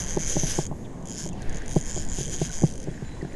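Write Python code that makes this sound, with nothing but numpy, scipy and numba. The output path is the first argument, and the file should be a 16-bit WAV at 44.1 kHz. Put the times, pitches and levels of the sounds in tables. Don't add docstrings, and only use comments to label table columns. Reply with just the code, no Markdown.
import sys
import numpy as np
from scipy import signal
from scipy.io import wavfile
from scipy.ndimage import uniform_filter1d, minimum_filter1d
from numba import njit

SR = 44100
rng = np.random.default_rng(int(sys.argv[2]) if len(sys.argv) > 2 else 0)


def boost(x):
    u = np.asarray(x, float) / 20
    return 10 ** u


def digitize_waveform(pressure):
    field = np.atleast_2d(pressure).T
    bounded = np.clip(field, -1, 1)
    quanta = np.round(bounded * 32767).astype(np.int16)
    wavfile.write(sys.argv[1], SR, quanta)


N = 147735
T = np.arange(N) / SR

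# start_s, teeth_per_s, snap_db
EARLY_SURGES = [
    [(0.0022, 242.8, -24), (0.0486, 112.3, -29), (0.1076, 182.5, -26), (0.185, 77.8, -31)],
    [(0.1931, 180.1, -26), (0.2697, 132.9, -24), (0.2808, 236.6, -24), (0.3802, 186.2, -26),
     (0.394, 239.6, -24), (0.418, 177.5, -24)],
    [(0.424, 173.6, -25), (0.4965, 262.9, -26), (0.5459, 186.1, -27), (0.5725, 264.4, -27),
     (0.6147, 211.1, -31), (0.666, 64.8, -27)],
    [(1.0562, 50.1, -32), (1.1163, 116.0, -29), (1.158, 124.1, -33), (1.1993, 214.4, -29),
     (1.2257, 160.0, -31), (1.2911, 57.8, -32)],
    [(1.5273, 35.5, -32), (1.5594, 88.7, -30), (1.5838, 76.3, -32)],
]
LATE_SURGES = [
    [(1.6605, 30.5, -35), (1.7252, 149.9, -31), (1.744, 81.7, -32), (1.7536, 128.9, -31),
     (1.7734, 170.6, -27), (1.8262, 56.7, -34)],
    [(1.8385, 79.9, -34), (1.9013, 206.9, -28), (1.92, 106.9, -28), (1.9721, 162.9, -26),
     (2.0169, 152.1, -32), (2.0649, 54.3, -34)],
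    [(2.0773, 82.5, -37), (2.0985, 93.4, -31), (2.2002, 223.8, -29), (2.2427, 149.0, -29),
     (2.2971, 111.4, -30)],
    [(2.3056, 166.6, -32), (2.3311, 225.4, -24), (2.3784, 112.7, -31), (2.4155, 209.6, -32),
     (2.4464, 237.2, -30), (2.4946, 101.5, -32)],
    [(2.5068, 87.9, -31), (2.5417, 198.9, -30), (2.5879, 143.7, -28), (2.6131, 102.5, -25),
     (2.6603, 149.0, -30), (2.7117, 85.2, -33), (2.7802, 33.3, -33), (2.8395, 95.7, -38)],
]
# start_s, snap_db
CREEP_TEETH = [
    (1.0264, -44),
    (1.3318, -40),
    (1.4214, -34.5),
    (1.4953, -34.5),
    (1.621, -40.5),
    (2.914, -47),
    (3.152, -52),
    (3.332, -40),
]
# mode_hz, level_db, t60_s
COVER_MODES = [(1550, -5, 0.0019), (2185, -14, 0.0075), (3180, -15.5, 0.02), (4805, -15.5, 0.011),
               (6120, 0.5, 0.012), (6550, -3.5, 0.017), (6950, -1, 0.0065), (7730, -14, 0.0052),
               (8660, -14.5, 0.0053), (9470, -19.5, 0.0056), (10970, -16, 0.0089)]
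# start_s, high_over_low_ring_db, rim_db
HAND_GRIP = [(0, -2.5, 5), (.19, -0.5, 0), (.25, 0, 1), (.4, -2, 3.5), (.52, -2, 8.5), (.62, 4.5, -3.5),
             (1.2, 5.5, 3), (1.55, 3, -11), (1.95, 6.5, -5), (2.05, 6, -1.5), (2.45, 3.5, 3),
             (2.6, 4.5, -3), (2.8, 0.5, 4)]
# centre_hz, width_hz, level_db
RUB_BANDS = [(1600, 310, -5), (3166, 2000, -1.5), (5265, 1140, -2), (6500, 3600, 1), (9600, 3800, -3.5)]
# start_s, length_s, load_db
LINE_DRAG = [
    (0.236, 0.15, 5),
    (0.452, 0.13, 8),
]
# band_hz, level_db_per_hz
AIR_SPECTRUM = [(60, -5), (160, 0.5), (350, -9), (900, -19), (1300, -31), (4500, -53), (9000, -38.5),
                (12500, -60.5)]
# centre_hz, width_hz, level_db
PORT_BANDS = [(1700, 820, -54), (3210, 2900, -61), (5200, 1700, -65), (9560, 5400, -70), (6640, 1300, -63)]
# time_s, level_db
WIND_LEVEL = [
    (.15, -35.5),
    (.5, -36),
    (.7, -42.5),
    (1.15, -49.5),
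    (1.5, -33.5),
    (1.65, -40.5),
    (1.95, -35.5),
    (2.3, -38.5),
    (3.0, -43),
]
# time_s, level_db
ARM_RUSTLE = [
    (0, 5.5),
    (.55, 7.5),
    (.65, -8),
    (1.3, -10),
    (1.42, 2.5),
    (1.5, 4),
    (2.75, -3.5),
    (2.95, -2),
]
# start_s, level_db, pitch_hz
DRY_TICKS = [(1.394, -46, 4500), (1.429, -34, 4220), (1.547, -46, 2000), (1.64, -44, 5000),
             (2.939, -42, 1800), (2.943, -43, 3030), (2.977, -38, 1700), (3.011, -41, 1900),
             (3.049, -43, 3000), (3.082, -37, 1650), (3.091, -39, 2200), (3.119, -40, 2100),
             (3.141, -47, 2200), (3.195, -41, 6500), (3.222, -40, 4800), (3.25, -35.5, 1700),
             (3.313, -42.5, 1900), (3.323, -36.5, 2200), (3.342, -39, 1800)]
# start_s, peak_db, boom_db, treble_db_per_octave, top_mode_db
MOUNT_KNOCKS = [(0.166, -22.5, -5, -13, 4), (0.171, -13.5, -6.5, -2, 2.5), (0.356, -23, -8, -9, 0),
                (0.366, -17.5, 1, 5, -5), (0.433, -20.5, 6, -4, 2), (0.581, -22.5, -9, -20, -19),
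                (0.587, -15, -2.5, -5, 9.5), (0.712, -32, 9.5, 9.5, -3), (0.725, -32.5, -27, 3.5, 9),
                (1.26, -25, -40, -3.5, 0), (1.759, -21.5, 0, -4, 6.5), (1.763, -10.5, 2, -5, 3),
                (1.963, -25.5, -33, -3, -9), (1.974, -21, -7, -4.5, 1), (2.185, -24, 0, -12, 14.5),
                (2.207, -25, 3, -8, 2), (2.415, -17.5, 3, -3.5, -1), (2.619, -22.5, 2, -6, -9),
                (2.633, -18.5, 1, -1.5, -5), (2.6367, -14, 9.5, -4, 4.5), (2.872, -28, -21, -2, -3),
                (2.882, -21, 0.5, -7, -4), (3.022, -29.5, 6, -5, 4), (3.227, -24, 1, -16, -5),
                (3.248, -28.5, 2, -7, 7.5)]
# mode_hz, level_db, rise_s
HOUSING_MODES = [(146.2, -1.5, 0.0054), (340.7, -1, 0.0023), (498, -21.5, 0.0052), (605, -10.5, 0.0043),
                 (786, -12.5, 0.0022), (1046, -22, 0.0018)]
# start_s, length_s, from_hz, to_hz, level_db
CLEAR_NOTES = [(0.846, 0.037, 3030, 1310, -59), (1.326, 0.0191, 2600, 2800, -54),
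               (1.365, 0.01928, 3400, 2981, -51), (1.386, 0.02, 2950, 2614, -56),
               (1.405, 0.039, 1650, 1490, -49.5), (1.46, 0.018, 2750, 2530, -59),
               (1.513, 0.022, 1550, 1660, -48), (1.612, 0.0089, 1600, 1600, -39),
               (1.63, 0.01, 1700, 1600, -49), (2.495, 0.013, 1600, 1470, -41.5),
               (2.88, .03, 3400, 3350, -63), (3.211, 0.015, 2100, 1670, -44.5)]
# start_s, length_s, from_hz, to_hz, level_db
BUZZY_NOTES = [
    (.838, .028, 3600, 3200, -56),
    (1.062, .025, 3400, 3200, -56),
    (1.29, .03, 3500, 3300, -57),
]
# start_s, length_s, high_db, low_db
INSECT_CHIRPS = [(1.455, .025, -75, -62), (2.495, .012, -70, -55), (2.93, .018, -58, -62),
                 (2.948, .032, -57, -75), (3.046, .015, -58, -59), (3.056, .042, -58, -75),
                 (3.067, .035, -75, -57), (3.11, .018, -63, -59), (3.13, .058, -72, -59),
                 (3.285, .025, -59, -70), (3.331, .03, -62, -58)]

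SNAP_DB, SNAP_S, JITTER_S = -1.5, .0003, .03 / 150
BOUNCE_S, BOUNCE_DB, BOUNCE_SPREAD_DB = 0.0072, -14, 2.1
SCATTER_DB, COLOUR_DB, DRIFT_DB = 2, 2, 1.6
SLOW_BRIGHT_DB, FAST_BODY_DB = 10, 1
RUB_DB, RUB_POWER, RUB_GATE, RUB_GATE_S = -51.5, 1.18, .6, .002
AIR_DB, RUSTLE_FLICKER_DB, WIND_HZ = -38, 2, 5.8
TICK_CYCLES, CRACKLE_PER_S, CRACKLE_DB = 18, 51, -59
KNOCK_DB, SAG = -1, 0.2
BUZZ_HZ, INSECT_HZ = 260, (7060, 3970)


@njit
def svf(x, hz, width):
    y, b, l = np.empty(len(x)), 0., 0.
    g, k = np.tan(np.pi * hz / SR), width / hz
    for i in range(len(x)):
        v = (b + g * (x[i] - l)) / (1 + g * (g + k))
        b, l, y[i] = 2 * v - b, l + 2 * g * v, k * v
    return y


def ring(x, hz, t60):
    pole = np.exp((2j * np.pi * hz - np.log(1000) / t60) / SR)
    return signal.lfilter([1], [1, -pole], x + 0j).imag


def unit(x):
    return x / np.sqrt(np.mean(x ** 2))


def hiss(hz, width):
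    once = svf(rng.standard_normal(N), 1. * hz, 1. * width)
    return unit(svf(once, 1. * hz, 1. * width))


def walk(rate_hz):
    k = int(SR / rate_hz)
    steps = np.repeat(rng.standard_normal(N // k + 1), k)
    return 1.3 * uniform_filter1d(uniform_filter1d(steps, k), k)[:N]


def bump(start_s, length_s):
    return np.sin(np.pi * np.clip((T - start_s) / length_s, 0, 1)) ** 2


def rustle_db(t):
    return np.interp(t, *np.array(ARM_RUSTLE).T)


def crank():
    teeth, speed = list(CREEP_TEETH), np.zeros(N)
    for surge in list(EARLY_SURGES) + list(LATE_SURGES):
        s, rate, db = np.array(surge).T
        t = T[(T >= s[0]) & (T < s[-1] + .002)]
        speed += np.interp(T, s, rate, 0, 0)
        angle = np.cumsum(np.interp(t, s, rate)) / SR
        at = np.interp(np.arange(int(angle[-1]) + 1), angle, t)
        teeth += zip(at, np.interp(at, s, db))
    bridged = -minimum_filter1d(-speed, size=700)
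    return np.array(teeth).T, uniform_filter1d(bridged, size=500)


def pawl(at, db, speed):
    chance = rng.standard_normal((len(at), len(COVER_MODES) + 3))
    turn = rng.random((len(at), len(COVER_MODES)))
    at = at + JITTER_S * chance[:, 0] - .0005
    grip_s, tilt_col, rim_col = np.array(HAND_GRIP).T
    tilt, rim = np.interp(at, grip_s, tilt_col), np.interp(at, grip_s, rim_col)
    octaves = np.log2(np.interp(at, T, speed).clip(75) / 150)
    first = (at.clip(0) * SR).astype(int)
    rebound = ((at + BOUNCE_S) * SR).astype(int)
    rebound_gain = boost(BOUNCE_DB + BOUNCE_SPREAD_DB * chance[:, 2])
    u = np.arange(-80, 81) / SR
    out = 0
    for k, (hz, mode_db, t60) in enumerate(COVER_MODES):
        lean = np.clip((hz - 6550) / 350, -1, 1) * (5000 < hz < 8000)
        level_db = db + SNAP_DB + mode_db + SCATTER_DB * chance[:, 1] + COLOUR_DB * chance[:, 3 + k]
        level_db = level_db + tilt * lean + rim * (hz > 10000)
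        level_db = level_db - SLOW_BRIGHT_DB * octaves * (8000 < hz < 10000)
        level_db = level_db + FAST_BODY_DB * octaves * (3000 < hz < 3400 or hz > 10000)
        level_db = level_db + DRIFT_DB * (1 if lean else 1.2) * np.interp(at, T, walk(12))
        size = boost(level_db) * np.exp(2j * np.pi * turn[:, k])
        hits = np.zeros(N + SR, complex)
        np.add.at(hits, first, size)
        np.add.at(hits, rebound, size * rebound_gain)
        soft = np.exp(-.5 * (u / SNAP_S * (1.6 if hz > 7300 else 1)) ** 2)
        snap = soft / soft.sum() * np.exp(2j * np.pi * hz * u)
        out = out + ring(signal.fftconvolve(hits[:N], snap, "same"), hz, t60)
    return out


def gears(at, speed):
    at = np.sort(at)
    last = np.searchsorted(at - .001, T).clip(1) - 1
    since = T - at[last] + .001
    puff = 1 - RUB_GATE + 2.5 * RUB_GATE * np.exp(-np.abs(since) / RUB_GATE_S)
    rub = sum(boost(db + 2.2 * walk(14)) * hiss(hz, w) for hz, w, db in RUB_BANDS)
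    load_db = sum(db * bump(s, length) for s, length, db in LINE_DRAG)
    return rub * puff * boost(RUB_DB + load_db) * (speed / 150) ** RUB_POWER


def outdoor_air():
    spectrum_hz, spectrum_db = np.array(AIR_SPECTRUM).T
    out, swell, rustle = 0, walk(4.16), rustle_db(T)
    for hz in 60 * 2 ** np.arange(0, 7.8, .5):
        db = np.interp(np.log(hz), np.log(spectrum_hz), spectrum_db) + 10 * np.log10(hz)
        db = db + 0.5 * swell + 0.26 * (300 < hz < 2500) * rustle + 3.23 * walk(12)
        out = out + boost(db) * hiss(hz, hz / 2)
    return unit(out) * boost(AIR_DB)


def port_rustle():
    out, rustle = 0, rustle_db(T)
    for hz, width, db in PORT_BANDS:
        level_db = db + RUSTLE_FLICKER_DB * walk(9.25) + (not 6000 < hz < 7500) * rustle
        out = out + boost(level_db) * hiss(hz, width)
    return out


def wind():
    rumble = 2.17 * hiss(WIND_HZ, 12.5) + 1.04 * hiss(30.0, 60.5)
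    return rumble * boost(np.interp(T, *np.array(WIND_LEVEL).T))


def ticks():
    luck = rng.random((int(CRACKLE_PER_S * N / SR), 3))
    at = luck[:, 0] * (N / SR - .02)
    db = CRACKLE_DB + 8 * luck[:, 1] + rustle_db(at)
    crackle = zip(at, db, 1450 * 4 ** luck[:, 2] ** 2)
    out, u = np.zeros(N + 800), np.arange(800) / SR
    for s, tick_db, hz in list(DRY_TICKS) + list(crackle):
        i = int(s * SR)
        decay = np.exp(-np.log(1000) * u * hz / TICK_CYCLES)
        out[i:i + len(u)] += boost(tick_db) * decay * np.sin(2 * np.pi * hz * u)
    return out[:N]


def knocks():
    out, u = np.zeros(N), np.arange(4000) / SR
    chance = rng.standard_normal((len(MOUNT_KNOCKS), len(HOUSING_MODES)))
    for (s, db, boom_db, treble_db, top_db), luck in zip(MOUNT_KNOCKS, chance):
        i = int((s - 0.0003) * SR)
        for k, (hz, mode_db, rise) in enumerate(HOUSING_MODES):
            share_db = boom_db
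            if k:
                share_db = treble_db * np.log2(hz / HOUSING_MODES[1][0]) + top_db * (hz > 700)
            mode_hz = hz * (1 + 0.025 * (k > 0) * luck[-k])
            cycles = mode_hz * (u + SAG * rise * (1 - np.exp(-u / rise)))
            swell = (u / rise * np.exp(1 - u / rise)) ** 1.03
            gain = (-1) ** k * boost(db + KNOCK_DB + mode_db + share_db + 1.2 * luck[k])
            out[i:i + len(u)] += gain * swell * np.sin(2 * np.pi * cycles)
    return out


def glide(start_s, length_s, from_hz, to_hz, db):
    level = boost(db + 5.4 * walk(150)) * bump(start_s, length_s) ** 0.054
    hz = np.interp(T, [start_s, start_s + length_s], [from_hz, to_hz]) * (1 + 0.0117 * walk(200))
    return level * np.sin(2 * np.pi * np.cumsum(hz) / SR)


def birds_and_squeaks():
    chop = 2 * np.sin(np.pi * BUZZ_HZ * T) ** 6
    return sum(glide(*row) for row in CLEAR_NOTES) + chop * sum(glide(*row) for row in BUZZY_NOTES)


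def insect():
    high, low = (boost(2.5 * walk(60)) * np.sin(2 * np.pi * hz * T + walk(40)) for hz in INSECT_HZ)
    out = 0
    for s, length, high_db, low_db in INSECT_CHIRPS:
        out = out + (boost(high_db) * high + boost(low_db) * low) * bump(s, length) ** 0.071
    return out


def scene():
    (at, db), speed = crank()
    reel = pawl(at, db, speed) + gears(at, speed)
    mount = knocks()
    weather = outdoor_air() + port_rustle() + wind()
    wildlife = insect() + birds_and_squeaks()
    return (reel + mount + weather + wildlife + ticks())[None]


def roll_off(x):
    return signal.sosfilt(signal.butter(12, 12360, fs=SR, output="sos"), x)


def record(dry):
    housed = dry - 0.49 * svf(dry[0], 1308.0, 350.0)
    low_pass = signal.butter(4, 12800, fs=SR, output="sos")
    mix = signal.sosfilt(low_pass, housed)
    return roll_off(mix)


dry = scene()
out = record(dry)
digitize_waveform(out)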